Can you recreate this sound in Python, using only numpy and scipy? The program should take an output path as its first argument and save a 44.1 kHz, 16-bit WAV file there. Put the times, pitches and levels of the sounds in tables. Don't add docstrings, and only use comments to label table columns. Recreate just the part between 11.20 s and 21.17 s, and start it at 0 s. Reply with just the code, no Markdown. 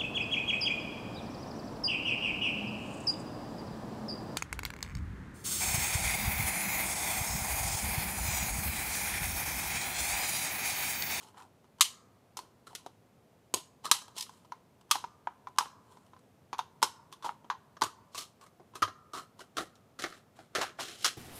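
import sys
import numpy as np
from scipy import signal
from scipy.fft import rfft, irfft
from scipy.io import wavfile
from scipy.ndimage import uniform_filter1d

SR = 44100
rng = np.random.default_rng(int(sys.argv[2]) if len(sys.argv) > 2 else 0)


def generate_wav(sig):
    pcm = np.round(np.clip(np.atleast_2d(sig).T, -1, 1) * 32767).astype(np.int16)
    wavfile.write(sys.argv[1], SR, pcm)


N = 439677

# break_s, sheet_db, hollow_db, thud_db, hollow_pitch_hz, flap_pitch_hz
SNAPS = [(0.034, -59.5, -76, -65, 855, 6400), (0.144, -80, -66.0, -66, 990.0, 3100.0),
         (0.172, -79, -63, -75, 990.0, 3160), (0.221, -66, -67, -71, 940, 2650.0),
         (0.444, -79, -68, -72.0, 960, 3100), (0.609, -17, -32.5, -63, 1236, 6280),
         (1.17, -43.5, -51.5, -56.5, 1022, 5150), (1.19, -51.5, -50.5, -68, 1030, 4350.0),
         (1.47, -60.0, -59.5, -63, 1320.0, 4000.0), (1.531, -78.0, -60.5, -79, 886, 3120),
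         (1.551, -42, -60, -60, 1434, 3174), (1.663, -56.5, -52, -47.5, 923, 3800),
         (2.34, -29.0, -37.5, -32, 994, 6420), (2.654, -44, -48, -47.5, 1260, 4050),
         (2.714, -20, -27.5, -41, 1220, 3970), (2.789, -59, -59, -76, 965.0, 3100.0),
         (2.819, -57, -56, -70, 920, 5250.0), (2.881, -62, -59.5, -65, 1006, 3280),
         (2.965, -53, -62, -56, 1020, 3330), (2.982, -43, -65, -73, 1040, 4970),
         (3.008, -39.5, -64, -70.0, 1040, 4830), (3.025, -42.5, -67, -80, 1000, 4900),
         (3.065, -72, -64, -74, 1315.0, 3250.0), (3.094, -62.0, -56, -76, 1028, 5870),
         (3.248, -72.5, -66, -68, 985.0, 3050.0), (3.321, -59.5, -45.5, -60.5, 1003, 2200.0),
         (3.712, -24.0, -29.5, -62.5, 1150, 3340), (3.755, -45.5, -37.0, -46.0, 990, 4000),
         (3.841, -59, -43.5, -52, 995, 2750.0), (4.072, -61.5, -36.5, -53.5, 945, 2450),
         (4.271, -65.5, -47, -67.5, 1015.0, 2290), (4.385, -28.5, -25, -61, 1090, 4930),
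         (4.407, -53.0, -37, -50, 976, 3170), (4.459, -69, -51, -60, 1030, 3120),
         (4.503, -77, -65.0, -67, 1025.0, 3860), (4.722, -78, -74, -73.5, 1010.0, 3400.0),
         (4.771, -73, -65.5, -64, 997, 2266), (4.934, -77.5, -59.5, -69.5, 1005, 3800.0),
         (4.965, -78, -61.5, -72, 1006, 2200.0), (5.33, -50.5, -39, -50.5, 1020, 2520),
         (5.347, -67.5, -51, -70.5, 1045.0, 2500.0), (5.391, -46.0, -36.5, -55, 963, 3600.0),
         (5.628, -27, -26, -34, 1034, 5220), (5.918, -68.5, -79.5, -68, 995, 3160),
         (5.926, -53.5, -53, -74, 1095.0, 3500.0), (6.025, -59.5, -55, -70, 1105.0, 3480),
         (6.046, -52, -47, -54, 940.0, 3310), (6.092, -61, -37, -79, 920, 2235),
         (6.245, -77, -61.0, -56, 960.0, 3150.0), (6.301, -49.5, -31, -71.5, 1096, 3930),
         (6.32, -72, -54.5, -72, 1048, 3900.0), (6.568, -66, -55.5, -58.5, 1206, 5350.0),
         (6.619, -34, -27, -36.5, 1116, 4460), (6.636, -36, -41, -42, 1110, 6500),
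         (6.665, -53, -50, -50, 1250, 6600), (6.947, -47.5, -50.5, -52.5, 1107, 2740),
         (6.979, -42.5, -63, -54, 1231, 4380), (7.212, -64, -63, -64, 1113, 2800.0),
         (7.264, -65, -65.5, -63, 1217, 2160), (7.398, -79, -70.0, -51.5, 1030.0, 2160),
         (7.537, -76, -61.5, -66.5, 1050.0, 2870), (7.554, -50, -50.5, -51.5, 1200, 2560),
         (7.621, -41.5, -41.5, -35.5, 1400, 2800.0), (7.626, -37, -29.5, -56, 1238, 3220),
         (7.678, -58, -47.5, -47.5, 1290, 3950), (7.934, -52, -50.5, -50.5, 1220, 3900),
         (8.192, -59.5, -59, -62, 1045.0, 4250.0), (8.206, -56.5, -55.5, -52.5, 1490, 3000),
         (8.369, -41.5, -42, -41, 1295.0, 3830), (8.379, -44.0, -39, -40, 1335, 3700),
         (8.553, -66, -77, -73.5, 990, 5300), (8.79, -49, -49.5, -57, 1425.0, 4300.0),
         (8.822, -44.5, -52, -55.0, 1430.0, 2970), (8.839, -43, -37, -36, 1390, 2250),
         (8.924, -67, -55, -63, 1438, 4110), (9.189, -69, -62.5, -50.5, 1393, 4150.0),
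         (9.351, -37, -36.5, -39.5, 1410, 3080), (9.382, -46, -54, -35, 1440, 4250),
         (9.413, -38.0, -36, -60, 890, 2680), (9.492, -62, -53.5, -55, 1420, 3020),
         (9.588, -64, -42.5, -45.5, 960, 2850), (9.845, -28.0, -35, -54, 1270, 4900)]
LEAD_SAMPLES = 20


def can():
    scrape = scrape_forces()
    air, wall, treble, thud = snap_forces() + scrape + tick_forces()
    return hollow(air) + sheet(wall, treble) + blades(scrape[1]) + table_thud(thud)


def snap_forces():
    # time_s, t60_s, treble_re_sheet_db, break_db
    strip = [(0, 0.056, -3, 13), (2.4, .035, 0, 11), (4.4, 0.041, -1.5, 10.5), (6.0, 0.06, -2.5, 12.5),
             (7.6, 0.078, -3, 7), (9.97, 0.12, -5.5, 4)]
    strip_s, *strip_columns = np.transpose(strip)
    shiver_t60_s = np.array([[0.2], [0.2], [0.14], [0.2]])
    push_db = np.array([5.5, 0, 0, 5.5])
    out, size = np.zeros((4, N + SR)), SR // 4
    t = np.arange(size) / SR
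    for break_s, sheet_db, hollow_db, thud_db, _, _ in SNAPS:
        t60_s, tilt_db, break_db = (np.interp(break_s, strip_s, column) for column in strip_columns)
        pop_db = max(hollow_db - sheet_db, 0)
        hard_db = max(sheet_db + 40, 0)
        treble_db = sheet_db + tilt_db - 0.35 * pop_db
        crackle = grains(size, per_s=9800, spread_db=5.5)
        crackle *= from_db(-60 * t / t60_s) * np.minimum(t / 0.0011, 1)
        finger_damping_db = 1.2 * wander(size, window=400)
        shiver = from_db(-16.5 - 60 * t / shiver_t60_s + finger_damping_db)
        bursts = crackle + rng.standard_normal(size) * shiver
        bursts[:, LEAD_SAMPLES] += from_db(break_db + 0.16 * hard_db + 0.3 * pop_db + push_db)
        cut_hz = np.clip(19000 * 2 ** (-0.082 * pop_db), 500, 18000)
        bursts[1] = signal.lfilter(*signal.butter(2, cut_hz, fs=SR), bursts[1])
        bursts /= np.sqrt(np.mean(bursts[:, :SR // 100] ** 2, axis=1, keepdims=True))
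        i = round(break_s * SR) - LEAD_SAMPLES
        out[:, i:i + size] += from_db([hollow_db, sheet_db, treble_db, thud_db])[:, None] * bursts
    return out[:, :N]


def scrape_forces():
    # full_pressure_s, closing_s, held_s, sheet_db, hollow_db, thud_db
    strokes = [(0.01, 0.06, 0.075, -63, -61, -66), (.175, 0.033, 0.059, -68.5, -57.5, -79),
               (1.178, 0.014, 0.09, -78, -66.5, -60), (1.47, .01, 0.29, -68, -65, -64),
               (2.646, .012, 0.027, -49.5, -48.5, -54), (2.98, 0.035, 0.029, -45, -57, -76),
               (3.12, 0.033, 0.19, -72.5, -72.5, -75), (4.719, 0.15, .27, -75.5, -69.5, -75),
               (6.053, 0.034, 0.012, -52, -43, -52.5), (6.977, 0.05, 0.043, -44.5, -54.5, -59),
               (7.222, 0.035, 0.022, -71, -65, -66.5), (7.556, .02, 0.015, -62, -59.5, -62),
               (7.947, 0.017, 0.047, -49.5, -45.5, -46.5), (8.202, 0.041, 0.0041, -64, -65.5, -58),
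               (8.386, 0.028, 0.026, -48.5, -46, -40.5), (8.794, 0.0084, 0.19, -54, -53, -52.5),
               (9.164, 0.017, 0.1, -72, -68.5, -77), (9.359, 0.013, 0.017, -55.5, -39, -42.5),
               (9.426, 0.065, 0.0041, -45, -39, -44.5), (9.601, 0.022, 0.15, -44.5, -49.5, -47.5),
               (9.842, 0.12, .005, -48.5, -62, -55), (9.853, 0.011, 0.007, -35, -39, -52),
               (9.91, 0.022, 0.092, -93, -77, -66)]
    closing_db, sag_db_per_s, release_db_per_s = 30, 88.5, 378
    out, t = np.zeros((4, N)), np.arange(N) / SR
    burrs_db = 2.2 * wander(N, window=150)
    rasp = rms_one(grains(N, per_s=8000, spread_db=2.5) * from_db(burrs_db))
    for full_s, closing_s, held_s, sheet_db, hollow_db, thud_db in strokes:
        on = abs(t - full_s) < 0.5
        age_s = t[on] - full_s
        pressure = from_db(closing_db / closing_s * np.minimum(age_s, 0)
                           - sag_db_per_s * np.clip(age_s, 0, held_s)
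                           - release_db_per_s * np.maximum(age_s - held_s, 0))
        treble_db = sheet_db - 4 - 0.19 * (sheet_db + 38)
        out[:, on] += from_db([hollow_db, sheet_db, treble_db, thud_db])[:, None] * pressure
    return out * rasp


def tick_forces():
    # start_s, level_db
    ticks = [(0.585, -63.5), (0.597, -58), (0.945, -77.5), (3.611, -63), (3.692, -67.5), (3.703, -56),
             (4.284, -64), (4.361, -65), (4.374, -64.5), (4.847, -77), (4.864, -66.5), (4.991, -67),
             (5.383, -48), (5.619, -47.5), (6.612, -43), (7.92, -78), (8.352, -76)]
    out, size, t60_s = np.zeros(N), SR // 50, 0.033
    decay_db = 60 * np.arange(size) / SR / t60_s
    for start_s, level_db in ticks:
        i = round(start_s * SR)
        out[i:i + size] += grains(size, per_s=18000, spread_db=2.5) * from_db(level_db - decay_db)
    return out * from_db([[0.5], [0], [-2], [-12]])


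def sheet(wall, treble):
    # freq_hz, density_db
    spectrum = [(940, -38), (1600, -14), (1810, -8.5), (2380, -9), (3080, -1.5), (4400, -2), (5130, -3),
                (6530, -1), (7620, -2.5), (9880, -6), (14100, -15.5), (15500, -24), (16000, -33.5)]
    # freq_hz, level_db, t60_s
    ring_modes = [(3010, -4.5, 0.085), (6000, -1.5, 0.13)]
    # pitch_ratio, width_hz, level_db
    flap_modes = [(1.0, 200, -7)]
    # time_s, pitch_hz
    flap_rest = [(0, 3133), (9.97, 3126)]
    crossover_hz = 7000
    body = through(wall, response(spectrum, hi_hz=crossover_hz))
    sizzle = through(treble, response(spectrum, lo_hz=crossover_hz))
    flap = resonate(wall, flap_modes, flap_rest, pitch_column=5, cut_hz=9000)
    return body + sizzle + flap + through(wall, ringing(ring_modes, level_db=-24))


def hollow(force):
    # pitch_ratio, width_hz, level_db
    modes = [(0.767, 150, -3.5), (0.999, 161.1, 7.5), (1.079, 88.85, -8), (1.28, 161.6, -10),
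             (1.6, 600, -14.5)]
    # time_s, pitch_hz
    rest = [(0, 997), (6.4, 1022), (7.0, 1233), (8.2, 1300), (8.8, 1310), (9.97, 1377)]
    return resonate(force, modes, rest, pitch_column=4, cut_hz=2260)


def resonate(force, modes, rest, pitch_column, cut_hz):
    # time_s, width_factor
    opening = [(0, 1.1), (8.2, 0.83), (9.0, 3.44), (9.97, 3.4)]
    settle_s, lead_s = 0.035, LEAD_SAMPLES / SR
    force = signal.sosfilt(signal.butter(2, cut_hz, fs=SR, output="sos"), force + 1e-18)
    pitches = [(0.0039, rest[0][1])]   # start_s, pitch_hz
    breaks_s = [snap[0] for snap in SNAPS]
    for snap, break_s, next_s in zip(SNAPS, breaks_s, breaks_s[1:] + [N / SR]):
        pitches.append((break_s - lead_s, snap[pitch_column]))
        if break_s + settle_s < next_s - lead_s:
            pitches.append((break_s + settle_s, np.interp(break_s, *np.transpose(rest))))
    edges = [round(start_s * SR) for start_s, _ in pitches] + [N]
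    out = np.zeros(N)
    for k, (ratio, width_hz, level_db) in enumerate(modes):
        state = np.zeros(2)
        for (start_s, pitch_hz), i, j in zip(pitches, edges, edges[1:]):
            radius = np.exp(-np.pi * width_hz * np.interp(start_s, *np.transpose(opening)) / SR)
            b = np.sqrt((1 - radius ** 2) / 2) * np.array([1, 0, -1])
            a = [1, -2 * radius * np.cos(2 * np.pi * ratio * pitch_hz / SR), radius ** 2]
            part, state = signal.lfilter(b, a, force[i:j], zi=state)
            out[i:j] += (-1) ** k * from_db(level_db) * part
    return out


def blades(friction):
    # freq_hz, level_db, t60_s
    modes = [(2980, -8, 0.009), (4160, 6.5, 0.02), (5280, 1.5, .025), (7090, -3.5, 0.016),
             (10100, 3, 0.018)]
    return through(friction, ringing(modes, level_db=-7))


def table_thud(force):
    # freq_hz, density_db
    spectrum = [(22, -22), (50, -13.5), (100, -7), (200, -5.5), (350, 5), (550, -2), (720, 3), (1100, -14),
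                (1600, -50)]
    return through(force, response(spectrum))


def table_bumps():
    # start_s, peak_db
    jolts = [(2.34, -49.5), (6.62, -48), (7.63, -42), (8.379, -59)]
    pitch_hz, t60_s = 101, 0.21
    out, t = np.zeros(N), np.arange(N) / SR
    for start_s, peak_db in jolts:
        age_s = np.maximum(t - start_s, 0)
        out += from_db(peak_db - 60 * age_s / t60_s) * np.sin(2 * np.pi * pitch_hz * age_s)
    return out


def room_and_hollow_tail(direct):
    # centre_hz, t60_s, level_db
    bands = [(306, 0.033, -5.5), (1080, 1, -23), (3000, 0.33, -16.5), (6360, 0.36, -16.5),
             (11100, 0.23, -9), (14500, .22, -16.5)]
    t = np.arange(SR // 2) / SR
    white, impulse = rng.standard_normal(len(t)), 0
    centres_hz = [band[0] for band in bands]
    edges_hz = [60, *np.sqrt(np.multiply(centres_hz[1:], centres_hz[:-1])), 18000]
    for (_, t60_s, level_db), lo_hz, hi_hz in zip(bands, edges_hz, edges_hz[1:]):
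        noise = signal.sosfilt(signal.butter(3, [lo_hz, hi_hz], "band", fs=SR, output="sos"), white)
        energy_norm = np.sqrt(2 * np.log(1000) / (t60_s * SR))
        impulse += noise * from_db(level_db - 60 * t / t60_s) * energy_norm
    return through(direct, impulse * np.clip(t / 0.016, 0, 1))


def ventilation():
    # freq_hz, density_db
    spectrum = [(15, -69.5), (25, -38.5), (102, -6), (141, -7.5), (256, -9.5), (309, -15), (427, -12.5),
                (607, -16.5), (659, -14.5), (775, -18), (1260, -24.5), (1480, -27), (4250, -35),
                (14800, -41), (16000, -54)]
    gain = from_db(at_hz(spectrum, np.arange(N // 2 + 1) * SR / N))
    return from_db(-64) * rms_one(irfft(rfft(rng.standard_normal(N)) * gain, N))


def grains(count, per_s, spread_db):
    size_draw, sign_draw, time_draw = rng.random((3, count))
    sizes = from_db(spread_db * np.minimum(-np.log(size_draw + 1e-9), 4))
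    return rms_one(sizes * np.sign(sign_draw - 0.5) * (time_draw < per_s / SR))


def wander(count, window):
    return rms_one(uniform_filter1d(rng.standard_normal(count), size=window))


def ringing(modes, level_db):
    t = np.arange(SR // 3) / SR
    impulse = sum(from_db(db - 60 * t / t60_s) * np.sin(2 * np.pi * hz * t) for hz, db, t60_s in modes)
    return from_db(level_db) * impulse / np.linalg.norm(impulse)


def response(spectrum, lo_hz=0, hi_hz=SR):
    hz = np.arange(2049) * SR / 4096
    below_oct = np.clip(np.log2((lo_hz + 1) / (hz + 1)), 0, 2)
    above_oct = np.clip(np.log2((hz + 1) / hi_hz), 0, 2)
    cepstrum = irfft(np.log(from_db(at_hz(spectrum, hz) - 48.34 * (below_oct + above_oct))))
    cepstrum[1:2048] *= 2
    cepstrum[2049:] = 0
    impulse = irfft(np.exp(rfft(cepstrum)))
    return impulse / np.linalg.norm(impulse)


def at_hz(spectrum, hz):
    freq_hz, db = np.transpose(spectrum)
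    return np.interp(np.log(hz + 1), np.log(freq_hz), db, left=-60, right=-60)


def through(x, impulse):
    return signal.oaconvolve(x, impulse)[:N]


def from_db(db):
    return 10 ** (np.asarray(db) / 20)


def rms_one(x):
    return x / np.sqrt(np.mean(x ** 2) + 1e-20)


def scene():
    direct = can()
    return (direct + room_and_hollow_tail(direct) + table_bumps() + ventilation())[None]


def record(dry):
    return signal.sosfilt(signal.cheby2(14, 85, 16900, fs=SR, output="sos"), np.clip(dry, -1, 1))


dry = scene()
out = record(dry)
generate_wav(out)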